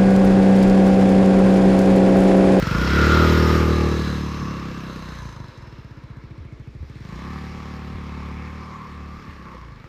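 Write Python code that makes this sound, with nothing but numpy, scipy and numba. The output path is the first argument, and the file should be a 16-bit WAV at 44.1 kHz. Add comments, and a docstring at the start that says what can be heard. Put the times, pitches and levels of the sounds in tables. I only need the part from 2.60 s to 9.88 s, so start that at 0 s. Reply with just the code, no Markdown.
"""Scooter pulling away

A small single-cylinder four-stroke scooter pulls away hard down a quiet street, coasts to idle at a speed bump,
opens the throttle again far off and slows once more. Each firing is a click that rings muffler and casing modes;
idle pops are short sinking tones. Sines make crank hum, gear whine, bump knocks and one bird chirp;
filtered noise makes air and tyre hiss and the low rumble of the street."""
import sys
import numpy as np
from scipy import signal
from scipy.io import wavfile
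from scipy.ndimage import uniform_filter1d
from numba import njit

SR = 44100
rng = np.random.default_rng(int(sys.argv[2]) if len(sys.argv) > 2 else 0)


def digitize_waveform(pressure):
    """Quantize a signal to 16-bit integers and store it at the path in sys.argv[1].

    Rows of a 2-D input are taken as channels; values are limited to [-1, 1].
    """
    field = np.atleast_2d(pressure).T
    bounded = np.clip(field, -1, 1)
    quanta = np.round(bounded * 32767).astype(np.int16)
    wavfile.write(sys.argv[1], SR, quanta)


N = 321136
TIME = np.arange(N) / SR

# first firing of each pull: time_s
FIRST_FIRING_S = (.024, 4.45)
# engine settling to idle, then picking up: time_s, firing_hz, pop_peak_db
IDLE_CURVE = [(2.882, 22.05, -31), (3.079, 20.21, -33), (3.122, 16.83, -31.5), (3.658, 14.31, -30),
              (4.234, 12.74, -30), (4.45, 23.35, -29)]
# casing and air: time_s, ring_hz, hiss_db, ring_re_hiss_db
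CASING_CURVE = [(0.0, 1330, -32, 0), (0.22, 1420, -28.5, -2), (0.45, 1403, -24.5, 2.5),
                (0.69, 1321, -25.5, -3.5), (0.87, 1280, -27.5, -10), (0.95, 1220, -27.5, -2.5),
                (1.19, 1193, -33, -2), (1.48, 1120, -36, -7), (1.66, 1130, -39, -1.5),
                (2.15, 1145, -42, -1), (2.55, 1060, -44.5, -5), (2.8, 959, -50, 1.5), (3.38, 979, -55, -3),
                (4.16, 1174, -57, -5.5), (4.42, 1110, -50, -6), (4.52, 1100, -46, 1), (4.76, 1170, -44, -2),
                (5.58, 1126, -46, -2), (6.18, 1090, -47.5, 4), (6.6, 1200, -49.5, -1.5),
                (6.72, 1149, -48, -5.5), (6.8, 1140, -50, 1), (6.93, 1090, -49, 4), (7.1, 1083, -52.5, -3),
                (7.28, 1303, -51.5, -4)]

FULL_REVS_HZ = 38   # firing rate
BEHIND_TO_FAR_S = 3.35


def from_db(db):
    """dB to gain."""
    return np.exp(np.asarray(db) * np.log(10) / 20)


def rms_one(x):
    """Scale to rms 1."""
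    return x / np.sqrt(np.mean(x ** 2) + 1e-20)


def in_time(rows):
    """Columns of a curve table, interpolated sample by sample."""
    s, *columns = np.transpose(rows)
    return [np.interp(TIME, s, c) for c in columns]


def ramp(start_s, length_s):
    """0 before, 1 after a straight rise."""
    return np.clip((TIME - start_s) / length_s, 0, 1)


def drift(rate_hz):
    """Slow random curve of rms 1: noise through a two-pole low-pass."""
    step_hz = 200
    steps = rng.standard_normal(round(N / SR * step_hz) + 2)
    r = np.exp(-2 * np.pi * rate_hz / step_hz)
    smooth = rms_one(signal.lfilter([1], [1, -2 * r, r * r], steps))
    return np.interp(TIME * step_hz, np.arange(len(steps)), smooth)


def band_pass(x, low_hz, high_hz):
    """Second-order Butterworth band."""
    return signal.sosfilt(signal.butter(2, [low_hz, high_hz], "band", fs=SR, output="sos"), x)


def resonate(x, hz, width_hz):
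    """One two-pole resonance, gain about 1 on top."""
    r = np.exp(-np.pi * width_hz / SR)
    zeros = np.array([1, 0, -1]) * (1 - r * r) / 2
    poles = [1, -2 * r * np.cos(2 * np.pi * hz / SR), r * r]
    return signal.lfilter(zeros, poles, x + 1e-18)


def ring_modes(x, modes):
    """Resonances in parallel, signs alternating."""
    return sum((-1) ** k * from_db(db) * resonate(x, hz, width_hz) for k, (hz, width_hz, db) in enumerate(modes))


@njit
def glide(x, hz, r, sr):
    """A resonance whose centre moves."""
    out = np.zeros(len(x))
    for i in range(2, len(x)):
        drive = (1 - r * r) / 2 * (x[i] - x[i - 2])
        out[i] = drive + 2 * r * np.cos(2 * np.pi * hz[i] / sr) * out[i - 1] - r * r * out[i - 2]
    return out


def coloured(spectrum, patchy_db, tilt_db=0):
    """Third-octave noise bands at rms about 1, each with its own flicker; tilt turns about 3 kHz."""
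    hz, db = np.transpose(spectrum)
    white = rng.standard_normal((2, N))
    edges = 22 * 2 ** np.arange(0, 9.7, 1 / 3)
    out, power = 0, 0
    for k, (low, high) in enumerate(zip(edges, edges[1:])):
        centre = np.sqrt(low * high)
        level_db = np.interp(np.log(centre), np.log(hz), db)
        if level_db > -75:
            band = band_pass(white[k % 2], low, high)
            power += from_db(2 * level_db) * (high - low) * 2 / SR
            octaves = np.clip(np.log2(centre / 3000), -1, 1)
            out = out + band * from_db(level_db + tilt_db * octaves + patchy_db * drift(7.7))
    return out / np.sqrt(power)


def crank():
    """Cycle count, firing rate, exhaust and hum levels; each pull counts from its own first firing."""
    # engine above idle, one curve a pull: time_s, firing_hz, exhaust_db (relative), hum_db
    pulls = [
        [(0.0, 19.9, -29, -22.5), (0.08, 23.4, -30, -40), (0.19, 30.9, -24, -25.5), (0.3, 35.13, -24.5, -21.5),
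         (0.39, 36.81, -22, -18.5), (0.6, 39.58, -21, -17), (0.9, 39.38, -21, -18.5), (1.21, 38.57, -25, -20.5),
         (1.48, 37.04, -26.5, -27.5), (1.76, 36.88, -31.5, -32.5), (1.99, 34.33, -33.5, -36.5),
         (2.2, 32.91, -32.5, -41), (2.37, 31.63, -36, -41), (2.55, 30.32, -39, -44), (2.63, 29.42, -44.5, -39),
         (2.71, 27.7, -51.5, -44), (2.84, 23.96, -52.5, -50), (2.9, 22.42, -49, -48)],
        [(4.4, 22.2, -49, -61), (4.54, 29.47, -37.5, -40), (4.62, 34.37, -38.5, -38), (4.7, 36.74, -36, -35.5),
         (4.96, 37.17, -37.5, -38), (5.06, 36.8, -37.5, -38), (5.7, 36.18, -37, -33.5),
         (5.97, 38.46, -40, -36.5), (6.23, 38.02, -40.5, -50), (6.37, 36.6, -41.5, -36),
         (6.55, 36.57, -42.5, -38.5), (6.64, 36.46, -46, -56), (6.75, 34.21, -46, -37), (6.88, 32.59, -44, -40),
         (7.05, 28.8, -52, -36), (7.17, 24.97, -58, -45), (7.28, 22.2, -56, -43)],
    ]
    last_firing_s = 2.87   # first pull
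    rate, exhaust_db, hum_db = in_time(pulls[0] + pulls[1])
    cycles = np.cumsum(rate) / SR
    start = [np.interp(s, TIME, cycles) for s in FIRST_FIRING_S]
    pulling = (TIME < last_firing_s) | (TIME > FIRST_FIRING_S[1] - .01)
    return cycles - np.where(TIME > 3.6, start[1], start[0]), rate, exhaust_db, hum_db, pulling


def firings(cycles, rate, pulling):
    """One click a cycle, rms about 1; on a shut throttle the revs fall and the burn grows uneven."""
    at = np.flatnonzero((np.diff(np.floor(cycles)) > 0) & pulling[1:])
    chance = rng.standard_normal((300, 2))[:len(at)]
    falling_hz_per_s = -uniform_filter1d(np.gradient(rate) * SR, size=9000)[at]
    shut = np.clip((falling_hz_per_s - 3) / 8, 0, 1)
    jitter_s = (.00004 + .0003 * shut) * chance[:, 0]
    spread_db = (.8 + 1.5 * shut) * chance[:, 1]
    moved = at + np.round(SR * jitter_s).astype(int)
    clicks = np.zeros(N)
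    clicks[np.clip(moved, 0, N - 1)] = from_db(spread_db) * np.sqrt(SR / rate[at])
    return clicks


def coasting(rate):
    """0-1: the revs are low and sinking."""
    below_hz, over_hz = 33.06, 3.9
    sinking = uniform_filter1d((np.gradient(rate) < 0).astype(float), size=6000)
    return sinking * np.clip((below_hz - rate) / over_hz, 0, 1)


def muffler(clicks, modes):
    """The blow-down pulse rings the chambers."""
    return band_pass(-ring_modes(clicks, modes), 60, 650)


def exhaust(clicks, rate, exhaust_db):
    """Deep thump and bark keep a fixed balance; throttle and distance shift the upper modes, revs and
    distance the rasp."""
    # modes of the muffler, of its upper range near and far, and of the tailpipe: hz, width_hz, level_db
    deep_modes = [(93.6, 30.1, -2), (110.4, 65.5, 3.5), (136, 29, 6.5)]
    bark_modes = [(172.2, 63, 2), (250, 178, -6), (262.6, 95, -11)]
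    upper_modes = [(349, 33.6, 3), (402, 32, 1), (442.4, 33, 2), (468, 45, 1), (506, 31, -5.5),
                   (575, 30, -6)]
    upper_far_modes = [(257, 18, 5), (350, 8.7, 9.5), (454, 74, -19.5), (480, 8.7, 1.5)]
    tailpipe_modes = [(579, 65, -13.5), (773, 11, 4), (930, 24, -21.5), (1030, 380, -4), (1283, 60, 4)]
    deep_db, bark_db, upper_db = 24, 24, 10   # against the exhaust level
    speaks_db = 10.5   # upper modes speak up at full throttle close by
    rasp_db, rasp_far_db, rasp_db_per_hz = 1.5, 7, 1.4   # carries better far off, thins at low revs
    coast_mute = .47

    below_full_hz = np.clip(FULL_REVS_HZ - rate, 0, None)
    speaks = ramp(.036, .43) * (1 - ramp(1.374, .063))
    far = ramp(BEHIND_TO_FAR_S, .3)
    blows = from_db(exhaust_db) * clicks * np.clip(1 - coast_mute * coasting(rate), 0, 1)
    rasp_gain = from_db(rasp_db + rasp_far_db * far - rasp_db_per_hz * below_full_hz)
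    rasp = band_pass(ring_modes(rasp_gain * blows, tailpipe_modes), 520, 1500)
    deep = muffler(from_db(deep_db) * blows, deep_modes)
    bark = muffler(from_db(bark_db) * blows, bark_modes)
    upper = muffler(from_db(upper_db + speaks_db * speaks) * (1 - far) * blows, upper_modes)
    upper_far = muffler(from_db(upper_db) * far * blows, upper_far_modes)
    return deep - bark + upper + upper_far + rasp


def idle_firings():
    """Samples at which the idling engine fires; the second firing fails."""
    running = (TIME >= IDLE_CURVE[0][0]) * (TIME < IDLE_CURVE[-1][0])
    cycles = np.cumsum(in_time(IDLE_CURVE)[0] * running) / SR
    return np.delete(np.flatnonzero(np.diff(np.ceil(cycles)) > 0), 1)


def idle_pops(clicks, rate, exhaust_db):
    """While the valve is open the pipe swings, sinking in pitch; a deeper ring follows; the gas jet ticks."""
    valve_open_s, pop_hz, pop_start_hz, after_ring_hz = .0195, 98, 270, 62
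    pop_lag_s, pop_spread_db = .0015, .7
    tick_db, tick_rise_db, tick_spread_db = -28, 8, 2   # against the pop, sharper as the throttle opens
    # slow firings of a pull pop too, more when coasting; against the exhaust level
    slow_pop_db, coast_pop_db, slow_below_hz, slow_over_hz = 12.5, 9.5, 31.9, 5.6

    t = np.arange(round(.08 * SR)) / SR
    turns = pop_hz * t + (pop_start_hz - pop_hz) * .0025 * (1 - np.exp(-t / .0041))
    open_valve = np.clip(np.minimum(t / .0012, (valve_open_s - t) / .0046), 0, 1)
    after = np.clip(t - valve_open_s, 0, None)
    after_ring = .42 * np.exp(-after / .032) * np.sin(2 * np.pi * after_ring_hz * after)
    shape = -open_valve * np.sin(2 * np.pi * turns) - after_ring

    pops, ticks = np.zeros(N), np.zeros(N)
    at = idle_firings()
    pop_db = in_time(IDLE_CURVE)[1][at]
    chance = rng.standard_normal((40, 2))[:len(at)]
    pops[at + round(pop_lag_s * SR)] = from_db(pop_db + pop_spread_db * chance[:, 0])
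    opening = at > IDLE_CURVE[-2][0] * SR
    ticks[at] = from_db(pop_db + tick_db + tick_rise_db * opening + tick_spread_db * chance[:, 1])

    slow = np.clip((slow_below_hz - rate) / slow_over_hz, 0, 1)
    slow_gain = from_db(exhaust_db + slow_pop_db + coast_pop_db * coasting(rate))
    pops += clicks * np.sqrt(rate / SR) * slow_gain * slow
    jet = band_pass(rng.standard_normal(N), 450, 7000)
    jet_gain = signal.lfilter([1], [1, -np.exp(-1 / (.0042 * SR))], ticks)
    return signal.fftconvolve(pops, shape)[:N] + jet * jet_gain


def contacts(clicks):
    """Valves and piston: the same soft knocks go with every click."""
    # delay_s, level_db
    knock_rows = [(0, -3), (.0043, -13.5), (.0091, -8), (0.012, -2.5), (0.0197, 1)]
    knocks = sum(from_db(db) * np.pad(clicks, (round(s * SR), 0))[:N] for s, db in knock_rows)
    return signal.sosfilt(signal.butter(2, 1600, fs=SR, output="sos"), knocks)


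def puffs(clicks, decay_s, depth):
    """Gain that jumps at each firing and sinks again; rms about 1."""
    marks = (clicks != 0).astype(float)
    gate = signal.lfilter([1], [1, -np.exp(-1 / (decay_s * SR))], marks)
    gate = 1 + depth * uniform_filter1d(gate, size=90)
    return gate / np.sqrt(uniform_filter1d(gate ** 2, size=4000))


def rattle(x, modes):
    """Loose panels: each resonance swells and fades on its own."""
    flicker_db = 2.5
    return sum(from_db(flicker_db * drift(1.43)) * ring_modes(x, [mode]) * (-1) ** k
               for k, mode in enumerate(modes))


def casing(clicks, rate):
    """Knocks and puffed noise in the casing ring and panels, and the broad hiss of intake, fan and tyres."""
    # body panels from the side, from behind and from afar: hz, width_hz, level_db
    panels_side = [(820, 59, -28), (2000, 120, -11.5), (3180, 240, -15), (3920, 180, -14.5),
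                   (5290, 430, -16), (13400, 260, -26)]
    panels_behind = [(1690, 73, -5.5), (2696, 108, -7.5), (3964, 320, -9.5), (5210, 150, -11),
                     (6160, 330, -16), (13100, 560, -31)]
    panels_far = [(545.6, 29, -24), (865, 26, -1), (1720, 230, -8.5), (2203, 245, -7), (2620, 44, -8.5),
                  (3370, 66, -20.5), (4040, 170, -17), (13800, 740, -37)]
    # hz, density_db (relative, per Hz)
    hiss_spectrum = [(320, -25.5), (550, 2), (683, -18), (1100, -3), (1560, -7), (2220, -10.5), (2950, -16),
                     (5280, -20), (9580, -42.5), (14000, -39)]
    side_to_behind_s = 1.065
    coast_from_s, coast_to_s = 1.85, 3.76
    coast_tilt_db, pickup_tilt_db = -2, 2   # per octave: coasting dulls, opening again brightens for a while
    ring_flicker_db, panels_db = 1.84, 15

    ring_hz, hiss_db, ring_db = in_time(CASING_CURVE)
    dull = ramp(coast_from_s, .41) * (1 - ramp(coast_to_s, .26))
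    bright = ramp(coast_to_s, .36) * (1 - ramp(FIRST_FIRING_S[1] + .32, .77))
    tilt_db = coast_tilt_db * dull + pickup_tilt_db * bright

    fired = clicks != 0
    fired[idle_firings()] = True
    slow = (FULL_REVS_HZ / rate) ** 2.5   # slow firings stand apart as ticks
    air = rng.standard_normal(N) * puffs(fired, decay_s=.0045, depth=.5 * slow)
    drive = .95 * contacts(clicks) / np.sqrt(slow) + air

    r = np.exp(-np.pi * 180 / SR)   # 180 Hz wide, two in series
    ring = rms_one(glide(glide(drive, ring_hz, r, SR), ring_hz, r, SR))
    ring = ring * from_db(ring_db + ring_flicker_db * drift(2.7))

    turned = np.clip((TIME - side_to_behind_s) / .2 + .5, 0, 1)
    far = np.clip((TIME - BEHIND_TO_FAR_S) / .96 + .5, 0, 1)
    panels = ((1 - turned) * rattle(drive, panels_side) + turned * (1 - far) * rattle(drive, panels_behind)
              + far * rattle(drive, panels_far))
    hiss = coloured(hiss_spectrum, patchy_db=1.5, tilt_db=tilt_db)
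    hiss = hiss * puffs(clicks, decay_s=.0025, depth=.65 * slow)
    return from_db(hiss_db) * (ring + hiss + from_db(panels_db) * panels)


def whine(cycles):
    """Gear teeth sing on high orders: each swell rises, sags and dies."""
    # order (per firing cycle), start_s, length_s, level_db (before the sag)
    swell_rows = [(21.85, 0.52, 0.75, -37.5), (31.2, 0.41, 0.87, -30), (36.14, 0.32, 0.504, -27.5),
                  (30.64, 5.85, 0.23, -46)]
    attack_s, release_s, sag_db_per_s = .12, .11, 6.5
    out = 0
    for order, s, length_s, db in swell_rows:
        sagging_db = db - sag_db_per_s * (TIME - s).clip(0)
        swell = ramp(s, attack_s) * (1 - ramp(s + length_s, release_s)) * from_db(sagging_db)
        flicker = from_db(2.71 * drift(7.1))
        out = out + swell * flicker * np.sin(2 * np.pi * order * cycles + .7 * drift(5.1))
    return out


def tones(cycles, rate, hum_db, pulling):
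    """The crank turns twice a cycle and hums, weaker off load; gear teeth whine on high orders."""
    off_load_share = .48
    fade = uniform_filter1d(pulling.astype(float), size=3000)
    falling_hz_per_s = -uniform_filter1d(np.gradient(rate) * SR, size=6000)
    load = np.clip((16 - falling_hz_per_s) / 6, 0, 1)
    hum = (load + off_load_share * (1 - load)) * np.sin(4 * np.pi * (cycles - .35))
    return np.sqrt(2) * (from_db(hum_db) * fade * hum + whine(cycles))


def bumps():
    """Wheels and suspension over bumps: a soft push rings a low mode as a dull knock."""
    # start_s, level_db (before decay and soft onset), pitch_hz, t60_s
    bump_rows = [(1.813, -20, 132, 0.083), (3.799, -22, 74.6, 0.12), (4.203, -20.5, 72.4, .2),
                 (4.76, -29, 111, .1), (5.345, -14, 82, 0.079), (6.68, -27, 76, 0.17),
                 (6.94, -38.5, 509, 0.14)]
    out = np.zeros(N)
    for s, db, hz, t60_s in bump_rows:
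        t = np.clip(TIME - s, 0, None)
        out += from_db(db - 60 * t / t60_s) * np.tanh(t / .0062) * np.sin(2 * np.pi * hz * t)
    return out


def bird():
    """One faint chirp: a thin sine whistle that rises and falls."""
    # time_s, pitch_hz, peak_db
    chirp = [(2.10, 6500, -96), (2.13, 7200, -66), (2.17, 8160, -64), (2.20, 6140, -53), (2.24, 5170, -60),
             (2.27, 4904, -90)]
    hz, db = in_time(chirp)
    sounding = (TIME > chirp[0][0]) * (TIME < chirp[-1][0])
    return from_db(db) * sounding * np.sin(2 * np.pi * np.cumsum(hz) / SR)


def street():
    """Low rumble: coloured noise with a steady part and a part that follows the scooter's hiss level."""
    # hz, density_db (relative, per Hz)
    rumble_spectrum = [(18, -31), (30, 2), (130, -16), (304, -7), (470, -18), (656, -26), (991, -31.5),
                       (1660, -46), (2920, -81), (4520, -42), (14000, -103.5)]
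    steady_db, near_db, follows = -48.5, -33, .8
    hiss_db = in_time(CASING_CURVE)[1]
    near = from_db(near_db + follows * (hiss_db - hiss_db.max()))
    return np.hypot(from_db(steady_db), near) * coloured(rumble_spectrum, patchy_db=1.2)


def scene():
    """All sources, heard in the open street."""
    cycles, rate, exhaust_db, hum_db, pulling = crank()
    clicks = firings(cycles, rate, pulling)
    engine = exhaust(clicks, rate, exhaust_db) + idle_pops(clicks, rate, exhaust_db)
    engine = engine + casing(clicks, rate) + tones(cycles, rate, hum_db, pulling)
    return (engine + bumps() + bird() + street())[None]


def record(dry):
    """The microphone drops the deepest bass, the top is cut."""
    cutoff_hz = 14000
    thin = signal.sosfilt(signal.butter(2, 35, "high", fs=SR, output="sos"), dry)
    return signal.sosfilt(signal.ellip(12, .5, 70, cutoff_hz, fs=SR, output="sos"), thin)


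dry = scene()
out = record(dry)
digitize_waveform(out)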